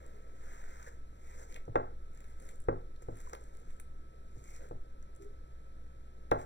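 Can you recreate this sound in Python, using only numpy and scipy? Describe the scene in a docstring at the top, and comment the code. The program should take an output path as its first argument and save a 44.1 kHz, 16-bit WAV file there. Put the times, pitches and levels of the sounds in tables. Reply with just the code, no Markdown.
"""A soft spatula folds a thick sugar paste in a ceramic bowl on a wooden table, in a quiet, faintly humming room.
From the start, noisy strokes of grain contacts rasp, hiss and rub, while near sines creak under the bowl's foot
and short puffs of noise tick as the paste parts. Then narrow noise squelches, low swings rock the bowl on the
table, and the blade's knocks set bowl and table modes ringing; strokes, ticks and creaks go on between them.
Walls and room echo it all; one microphone feeds both channels, the right one half a millisecond late."""
import sys
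import numpy as np
from scipy import signal
from scipy.fft import rfft, irfft
from scipy.io import wavfile

SR = 44100
rng = np.random.default_rng(int(sys.argv[2]) if len(sys.argv) > 2 else 0)


def transcribe(signal):
    """Save signal, clipped to [-1, 1], as a 16-bit WAV file at the path in sys.argv[1]."""
    frames = np.atleast_2d(signal).T
    limited = np.clip(frames, -1, 1)
    pcm = np.round(limited * 32767).astype(np.int16)
    wavfile.write(sys.argv[1], SR, pcm)


N = 284533   # length in samples


def from_db(db):
    """Decibels to gain."""
    return 10 ** (np.asarray(db) / 20)


def rms_one(x):
    """Scale to rms 1."""
    return x / np.sqrt(np.mean(x ** 2) + 1e-20)


def bandpass(x, order, low_hz, high_hz):
    """Butterworth filter that passes one band."""
    return signal.sosfilt(signal.butter(order, [low_hz, high_hz], "band", fs=SR, output="sos"), x)


def drift(rate_hz):
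    """Slow random wander of rms 1: noise smoothed by two equal poles on every 40th sample."""
    pole = np.exp(-2 * np.pi * rate_hz * 40 / SR)
    white = rng.standard_normal(N // 40 + 2002)
    slow = signal.lfilter([1], [1, -2 * pole, pole ** 2], white)[2000:]   # the filter has settled
    return np.interp(np.arange(N) / 40, np.arange(len(slow)), rms_one(slow))


def resonance(x, hz, width_hz):
    """Two-pole peak with gain 1 on top."""
    r = np.exp(-np.pi * width_hz / SR)
    zeros = (1 - r * r) / 2 * np.array([1, 0, -1])
    return signal.lfilter(zeros, [1, -2 * r * np.cos(2 * np.pi * hz / SR), r * r], x)


def ring(force, hz, t60):
    """A decaying mode: a unit click sets a sine of height 1 ringing, down 60 dB after t60 seconds."""
    r = from_db(-60 / (t60 * SR))
    w = 2 * np.pi * hz / SR
    return signal.lfilter([0, np.sin(w)], [1, -2 * r * np.cos(w), r * r], force + 1e-18)


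def coloured(x, spectrum):
    """Shape x by a spectrum drawn over log frequency; rms 1."""
    hz, level_db = np.transpose(spectrum)
    grid = np.maximum(np.arange(N // 2 + 1) * SR / N, 1)
    shape = from_db(np.interp(np.log(grid), np.log(hz), level_db, left=-60))
    return rms_one(irfft(rfft(x) * shape, N))


def grains(per_s, spread_db):
    """Random clicks of uneven size and either sign, as from many small contacts."""
    sizes = from_db(spread_db * np.minimum(rng.exponential(1, N), 5)) * rng.choice([-1, 1], N)
    return sizes * (rng.random(N) < per_s / SR)


# Colour of the room air. Each row: frequency in Hz, relative density in dB per Hz.
AIR_SPECTRUM = [(28, 16), (50, 14), (75, 10.5), (95, 9.5), (170, 7), (250, 2.5), (500, 3.5), (700, -2),
                (1500, -8.5), (1900, -13), (2800, -18.5), (5600, -23), (12300, -28), (14000, -45)]
# Hum lines. Each row: centre in Hz, wander in Hz rms, level in dB rms before it wavers.
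HUM_LINES = [(59.8, 2.4, -55.5), (121, 3, -73), (544, 3, -77), (940, 3, -81), (1305.5, .5, -71)]
AIR_DB, RUMBLE_DB, RUMBLE_TOP_HZ = -59.5, -45, 17.3


def background():
    """Steady coloured noise as air, hum lines of appliances wavering in pitch and level, and a lumpy rumble."""
    air = from_db(AIR_DB) * coloured(rng.standard_normal(N), AIR_SPECTRUM)
    hum = np.zeros(N)
    for hz, wander_hz, level_db in HUM_LINES:
        phase = 2 * np.pi * np.cumsum(hz + wander_hz * drift(2.96)) / SR
        hum += from_db(level_db + 1.3 * drift(6)) * np.sqrt(2) * np.sin(phase)
    low = bandpass(rng.standard_normal(N + SR), 3, 3, RUMBLE_TOP_HZ)[SR:]   # the filter has settled
    rumble = from_db(RUMBLE_DB + 1.67 * drift(1.7)) * rms_one(low)
    return air + hum + rumble


# Strokes of the blade. Each row: start of full strength in seconds, swell, hold and fade in seconds, base levels
# in dB of the rasp through the bowl wall, the bright hiss of the grains, the dull rub of the paste
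# and the sticky crackle, then pitch of the squish in Hz.
BLADE_STROKES = [(0.0, .02, 0.069, 0.67, -68.5, -79, -62, -98, 1740),
                 (0.458, 0.14, 0.28, 0.15, -63, -68.5, -66.5, -87, 1670),
                 (0.795, .06, 0.059, 0.12, -63, -68, -69, -92, 1560),
                 (0.867, 0.019, .02, 0.012, -62, -66, -62, -90, 1700),
                 (1.28, .15, 0.073, 0.052, -66, -70.5, -81, -84, 2050),
                 (1.394, 0.095, 0.04, .04, -63.5, -63.5, -58.5, -82, 1610),
                 (1.498, 0.031, 0.037, .03, -66, -66.5, -63.5, -83, 2120),
                 (1.559, 0.013, 0.0077, .03, -57.5, -76, -54.5, -77, 2240),
                 (2.165, .1, .17, .1, -71, -82, -77, -77, 1750),
                 (2.422, 0.069, 0.083, .09, -68, -73, -62.5, -71, 1650),
                 (3.023, 0.011, .005, 0.014, -65, -69, -69, -76, 1637),
                 (3.183, 0.13, 0.12, 0.055, -66, -72, -66, -74, 1610),
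                 (3.332, 0.0075, 0.0039, 0.037, -54.5, -81, -57, -80, 1470),
                 (3.403, .04, 0.21, .06, -73.5, -81, -67, -79, 1610),
                 (3.696, 0.062, .01, 0.078, -68, -74, -70, -74, 1720),
                 (4.501, 0.18, 0.058, 0.084, -65, -66, -74, -72.5, 2260),
                 (4.62, 0.069, .03, 0.065, -64.5, -74, -57.5, -80, 1540),
                 (5.221, 0.014, 0.0029, .04, -67.5, -71, -88, -73, 1750),
                 (6.389, 0.028, .04, 0.045, -62.5, -72, -57, -74.5, 1510)]
# Colours of rub, rasp and hiss. Each row: frequency in Hz, relative density in dB per Hz.
RUB_SPECTRUM = [(150, -37), (300, 6.5), (520, 17.5), (850, -2), (1100, -7), (1600, -63)]
RASP_SPECTRUM = [(600, -2), (950, 4), (1300, -2.5), (1700, -8), (2200, -4.5), (2800, -16), (3800, -17),
                 (5500, -25)]
HISS_SPECTRUM = [(2500, -37.5), (4000, -23), (5600, -5.5), (7200, -3.5), (9000, -8), (11000, -23.5),
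                 (13500, -15.5), (15900, -39)]
# Resonances of the crackle. Each row: centre in Hz, width in Hz, relative level in dB.
CRACKLE_BANDS = [(5800, 1900, -10), (7400, 800, -0.5), (9200, 1600, -5)]
STROKE_RANGE_DB = 15   # the level change over one swell or fade time
# squish over rasp where the rasp's base level is FIRM_RASP_DB; it gains on the rasp in firmer strokes
SQUISH_DB, SQUISH_FOLLOWS, FIRM_RASP_DB = 3.5, 0.7, -62.5


def strokes():
    """Dense grain contacts: the rub wavers on its own, rasp and hiss waver with the pressure, the hiss is
    clumpy, sticky paste crackles."""
    t = np.arange(0, N + 32, 32) / SR   # envelopes on every 32nd sample
    full, swell, hold, fade, *levels_db, pitch_hz = np.transpose(BLADE_STROKES)[:, :, None]
    before = np.maximum(full - t, 0) / swell
    after = np.maximum(t - full - hold, 0) / fade
    shape_db = -STROKE_RANGE_DB * (before + after)
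    power = [from_db(np.maximum(shape_db + db, -150)) ** 2 for db in levels_db]
    # the strongest rasp sets the pitch where strokes overlap
    mean_hz = (power[0] * pitch_hz).sum(axis=0) / power[0].sum(axis=0)
    curves = [np.sqrt(p.sum(axis=0)) for p in power] + [mean_hz]
    rasp_gain, hiss_gain, rub_gain, crackle_gain, squish_hz = (
        np.interp(np.arange(N) / SR, t, curve) for curve in curves)

    pressure = drift(29)   # shared by rasp and hiss
    rub = from_db(0.57 * drift(42)) * coloured(grains(per_s=3200, spread_db=3.0), RUB_SPECTRUM)
    grit = coloured(grains(per_s=2500, spread_db=2.0), RASP_SPECTRUM)

    # the pocket between blade and wall rings at a moving pitch: fixed peaks fade in and out along it
    squish = np.zeros(N)
    for hz in np.geomspace(1300, 2700, 11):
        nearness = np.exp(-(np.log(squish_hz / hz) / 0.13) ** 2)
        squish += nearness * resonance(grit, hz, 167)
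    firmness = (rasp_gain / from_db(FIRM_RASP_DB)) ** SQUISH_FOLLOWS
    rasp = from_db(0.72 * pressure) * (grit + from_db(SQUISH_DB) * firmness * squish)

    clumps = from_db(1.1 * pressure + 0.6 * drift(70))
    hiss = clumps * coloured(grains(per_s=12000, spread_db=1.0), HISS_SPECTRUM)

    pops = grains(per_s=630, spread_db=4.0)
    crackle = np.zeros(N)
    for hz, width_hz, db in CRACKLE_BANDS:
        some = pops * (rng.integers(0, 3, N) == 0)   # a random third of the pops rings here
        crackle += from_db(db) * resonance(some, hz, width_hz)
    return rub_gain * rub + rasp_gain * rasp + hiss_gain * hiss + crackle_gain * rms_one(crackle)


# The bowl's foot creaks on the wood. Each row: loudest moment in seconds, pitch in Hz, level there in dB rms
# before the flutter.
FOOT_CREAKS = [(0.05, 418, -63), (0.15, 422, -59.5), (0.28, 422, -64), (5.205, 330.3, -55.5),
               (5.209, 397, -51.5), (5.25, 416, -51.5)]
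CREAK_RISE_S, CREAK_T60_S, CREAK_ROUGH = 0.016, 0.19, 0.31   # rise over 30 dB, fall over 60 dB, flutter depth


def creak():
    """Fast stick and slip: near sines that swell, flutter and die."""
    t, out = np.arange(N) / SR, np.zeros(N)
    for s, hz, level_db in FOOT_CREAKS:
        rise_db = 30 * np.maximum(s - t, 0) / CREAK_RISE_S
        fall_db = 60 * np.maximum(t - s, 0) / CREAK_T60_S
        out += from_db(level_db - rise_db - fall_db) * np.sqrt(2) * np.sin(2 * np.pi * hz * t)
    return out * (1 + CREAK_ROUGH * drift(64))


# Ticks of parting paste. Each row: start in seconds, peak of the bright part in dB, its centre in Hz,
# gain of the dull part in dB.
PASTE_TICKS = [(0.063, -52.5, 7590, -3), (0.7687, -56, 6360, -12), (0.827, -49, 5930, -10),
               (1.524, -58, 5530, 12.5), (1.5427, -46, 5970, 8), (1.5618, -58.5, 7640, 18.5),
               (1.6536, -59, 5930, -4), (1.7556, -48.5, 5860, -15), (2.148, -54.5, 7400, -4),
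               (2.204, -51.5, 7300, -3), (2.2413, -62, 7470, 8), (2.2823, -59, 7430, -1),
               (2.3042, -58, 7400, -3), (2.3994, -52, 7700, -2), (2.421, -55, 8500, -6),
               (2.489, -47, 7200, 4), (2.5106, -53, 8000, 2), (2.556, -55, 8200, -9),
               (2.602, -46, 8500, -9), (2.619, -52, 9000, -10), (2.639, -55.5, 7700, -2),
               (2.961, -60, 3400, -7), (3.0222, -52.5, 7200, -2), (3.156, -55, 8300, -2),
               (3.17, -51, 8400, -1), (3.2023, -43, 7400, -3), (3.2715, -57, 7550, -6),
               (3.296, -47, 7700, -0.5), (3.3323, -39, 6260, -4), (3.35, -53.5, 8570, 9),
               (3.4386, -53, 7760, -8), (3.5503, -61.5, 7500, 8), (3.705, -61, 7430, 8),
               (3.7656, -59, 8000, 1), (3.7985, -42, 9000, -5), (4.44, -48.5, 7160, -25),
               (4.562, -48, 6060, -2), (4.688, -59, 7420, 1), (5.026, -52, 6500, -8),
               (5.1506, -56, 7410, -14), (5.1615, -54, 8850, -22), (5.222, -58, 6030, -2),
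               (6.3133, -44.5, 5800, 13.5), (6.414, -53, 6166, 1)]


def ticks():
    """Each tick is a few milliseconds of noise that swells and dies around its centre, with a duller part below."""
    out, t = np.zeros(N + 1024), np.arange(1024) / SR
    noise = rng.standard_normal((len(PASTE_TICKS), len(t)))
    swell = 1 - np.exp(-t / 0.00031)
    decay = np.exp(-t / 0.0012) + 0.12 * np.exp(-t / 0.012)
    for (s, peak_db, hz, low_db), puff in zip(PASTE_TICKS, noise * swell * decay):
        bright = resonance(puff, hz, 1860) + 0.19 * resonance(puff, 18700, 4500)
        dull = from_db(low_db) * resonance(puff, 1300, 1520)
        at = round(s * SR)
        out[at:at + len(t)] += from_db(peak_db) * (bright + dull) / np.abs(bright).max()
    return out[:N]


# Pockets of air squeezed out of the paste. Each row: start in seconds, length in seconds, centre in Hz,
# level in dB rms before the swell.
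AIR_POCKETS = [(0.862, 0.032, 1704, -55.5), (0.869, .016, 540, -55.5), (3.268, 0.013, 1020, -52)]
SQUELCH_WIDTH_HZ = 190   # of each of two peaks in a row


def squelches():
    """Short puffs of noise in one narrow resonance."""
    out, noise = np.zeros(N), rng.standard_normal((len(AIR_POCKETS), SR // 10))
    for (s, length_s, hz, level_db), puff in zip(AIR_POCKETS, noise):
        once = resonance(puff, hz, SQUELCH_WIDTH_HZ)
        tone = rms_one(resonance(once, hz, SQUELCH_WIDTH_HZ))
        progress = np.minimum(np.arange(len(puff)) / SR / length_s, 1)
        swell = np.sin(np.pi * progress) ** 0.5
        out[round(s * SR):][:len(puff)] += from_db(level_db) * swell * tone
    return out


# The holding hand rocks the bowl on the table. Each row: start in seconds, relative level in dB, pitch in Hz.
BOWL_BUMPS = [(0.93, -44, 91), (1.689, -31, 116), (2.537, -52, 109), (3.121, -42.5, 104), (4.37, -40, 118),
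              (4.74, -36.5, 107)]


def bumps():
    """Low, slow swings that swell for a cycle or two and die."""
    out, t = np.zeros(N), np.arange(SR // 4) / SR
    swell = t / 0.021 * np.exp(1 - t / 0.0085)
    for s, level_db, hz in BOWL_BUMPS:
        at = round(s * SR)
        out[at:at + len(t)] += from_db(level_db) * swell * np.sin(2 * np.pi * hz * t)
    return out


# Knocks of the blade. Each row: start in seconds, strength in dB, contact time scale in ms,
# relative drive of the rim modes in dB, relative thump of the table in dB.
BLADE_KNOCKS = [(1.679, -28, 0.8, 5, 4), (1.746, -35, 0.53, 4, -14), (1.7557, -14, 0.22, 5.5, -2.5),
                (2.685, -13, 0.38, -2, 1.5), (3.022, -41.5, 0.61, -7, 2), (3.085, -24, 0.71, 4, 4.5),
                (3.332, -36, 0.2, -1, -5), (3.349, -46.5, 0.2, 4, -8), (4.363, -38, 1, 7, 0),
                (4.71, -27.5, 0.63, 4, 3), (5.207, -47, 1, -11, 6), (6.316, -13.5, 0.22, 7, 0)]
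# The bowl's foot meets the table just after the blade lands. Each row: delay in ms, level against the blow in dB.
FOOT_REBOUNDS = [(2.47, -1.5), (6.2, -5)]
# Modes of bowl and table top. Each row: frequency in Hz, relative level in dB, t60 in seconds.
BOWL_MODES = [(253, -17.5, 0.26), (324.3, -5, 0.052), (385.6, -30.5, 0.37), (439, -6, 0.068),
              (470, -33, 0.057), (600, -24, 0.076), (540.5, 0, 0.062), (612.7, -4.5, 0.14),
              (689, -2.5, 0.14), (793, -16, 0.057), (817.6, 3, 0.04), (935, -10, 0.068), (928, -4.5, 0.024),
              (1004, 4.5, 0.029), (1170, 2.5, 0.019), (1370, 0, 0.14), (1533, -9.5, 0.096),
              (1588, -6.5, 0.027), (1843, -2, 0.038), (2115, -2, 0.013), (2270, -6, 0.018),
              (2630, -4.5, 0.04), (3370, -3, 0.0099), (3446, -0.5, 0.011), (451.4, 9.5, 0.019),
              (849, 13.5, 0.0092)]
# Modes of table legs and top. Each row: frequency in Hz, relative level in dB, t60 in seconds.
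TABLE_MODES = [(36.6, -16.5, 0.25), (103.4, -8.5, 0.37), (124.5, -23.5, 0.25), (152, -17.5, 0.37),
               (195, -8.5, 0.08)]
RIM_HZ = 600, 900   # the band of modes that only a blow near the rim excites fully
REBOUND_SOFTER = 1.17   # contact time of a rebound over that of the blow
WALL_DRIVE_DB, RIM_DRIVE_DB, TABLE_DRIVE_DB = -9.5, -14, -11.5


def knocks():
    """A push and its rebounds drive all modes; a long, soft contact leaves the high ones dull."""
    wall, rim, weight = np.zeros((3, N))
    ms = np.arange(0, 14, 1000 / SR)
    late_ms, rebound_db = np.transpose(FOOT_REBOUNDS)[:, :, None]
    late = np.maximum(ms - late_ms, 0)
    for s, strength_db, contact_ms, rim_db, thump_db in BLADE_KNOCKS:
        push = ms ** 2 * np.exp(-3 * ms / contact_ms)
        # the cube keeps the longer rebound's area that of the push
        rebound = late ** 2 * np.exp(-3 * late / (REBOUND_SOFTER * contact_ms)) / REBOUND_SOFTER ** 3
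        total = push + (from_db(rebound_db) * rebound).sum(axis=0)
        force = from_db(strength_db) * total / push.sum()
        span = slice(round(s * SR), round(s * SR) + len(ms))
        wall[span] += from_db(WALL_DRIVE_DB) * force
        rim[span] += from_db(rim_db + RIM_DRIVE_DB) * force
        weight[span] -= from_db(thump_db + TABLE_DRIVE_DB) * force
    out = sum(from_db(db) * ring(weight, hz, t60) for hz, db, t60 in TABLE_MODES)
    for k, (hz, db, t60) in enumerate(BOWL_MODES):
        drive = rim if RIM_HZ[0] < hz < RIM_HZ[1] else wall
        out -= (-1) ** k * from_db(db) * ring(drive, hz, t60)   # rows start in alternating directions
    return out


# Single wall echoes. Each row: delay in seconds, level in dB.
WALL_ECHOES = [(.024, -20), (0.041, -12.5), (.053, -22.5)]
WALL_BAND_HZ = 423, 1000   # what a wall sends back


def walls(x):
    """A few late, dull copies stand out of the echoes."""
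    dull, out = bandpass(x, 2, *WALL_BAND_HZ), np.zeros(N)
    for delay_s, level_db in WALL_ECHOES:
        lag = round(delay_s * SR)
        out[lag:] += from_db(level_db) * dull[:-lag]
    return out


# Decay of the room in bands a little over an octave wide. Each row: band centre in Hz, t60 in seconds.
ROOM_DECAY = [(120, 0.15), (300, 0.43), (700, 0.33), (1500, 0.36), (3000, 0.27), (6000, 0.29), (12000, 0.2)]
ROOM_DB, ECHO_BUILD_S = -9.5, 0.013


def room(x):
    """Diffuse echoes: noise that builds up until the first wall answers and dies band by band."""
    t = np.arange(SR // 2) / SR
    echoes = np.zeros(len(t))
    for hz, t60 in ROOM_DECAY:
        noise = bandpass(rng.standard_normal(len(t)), 2, hz / 1.5, hz * 1.5)
        echoes += noise * from_db(-60 * t / t60)
    echoes *= np.clip(t / ECHO_BUILD_S, 0, 1) ** 2 / np.sqrt(0.02 * SR)
    return signal.fftconvolve(x, echoes)[:N]


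RIGHT_LAG = 23   # samples


def scene():
    """All sources at one microphone, copied to two channels with a lag."""
    near = strokes() + creak() + ticks() + squelches() + bumps() + knocks()
    mono = background() + near + walls(near) + from_db(ROOM_DB) * room(near)
    right = np.concatenate([np.full(RIGHT_LAG, mono[0]), mono[:-RIGHT_LAG]])
    return np.stack([mono, right])


CUTOFF_HZ = 15900


def record(dry):
    """A steep low-pass cuts the top."""
    return signal.sosfilt(signal.ellip(10, 0.5, 60, CUTOFF_HZ, fs=SR, output="sos"), dry)


dry = scene()
out = record(dry)
transcribe(out)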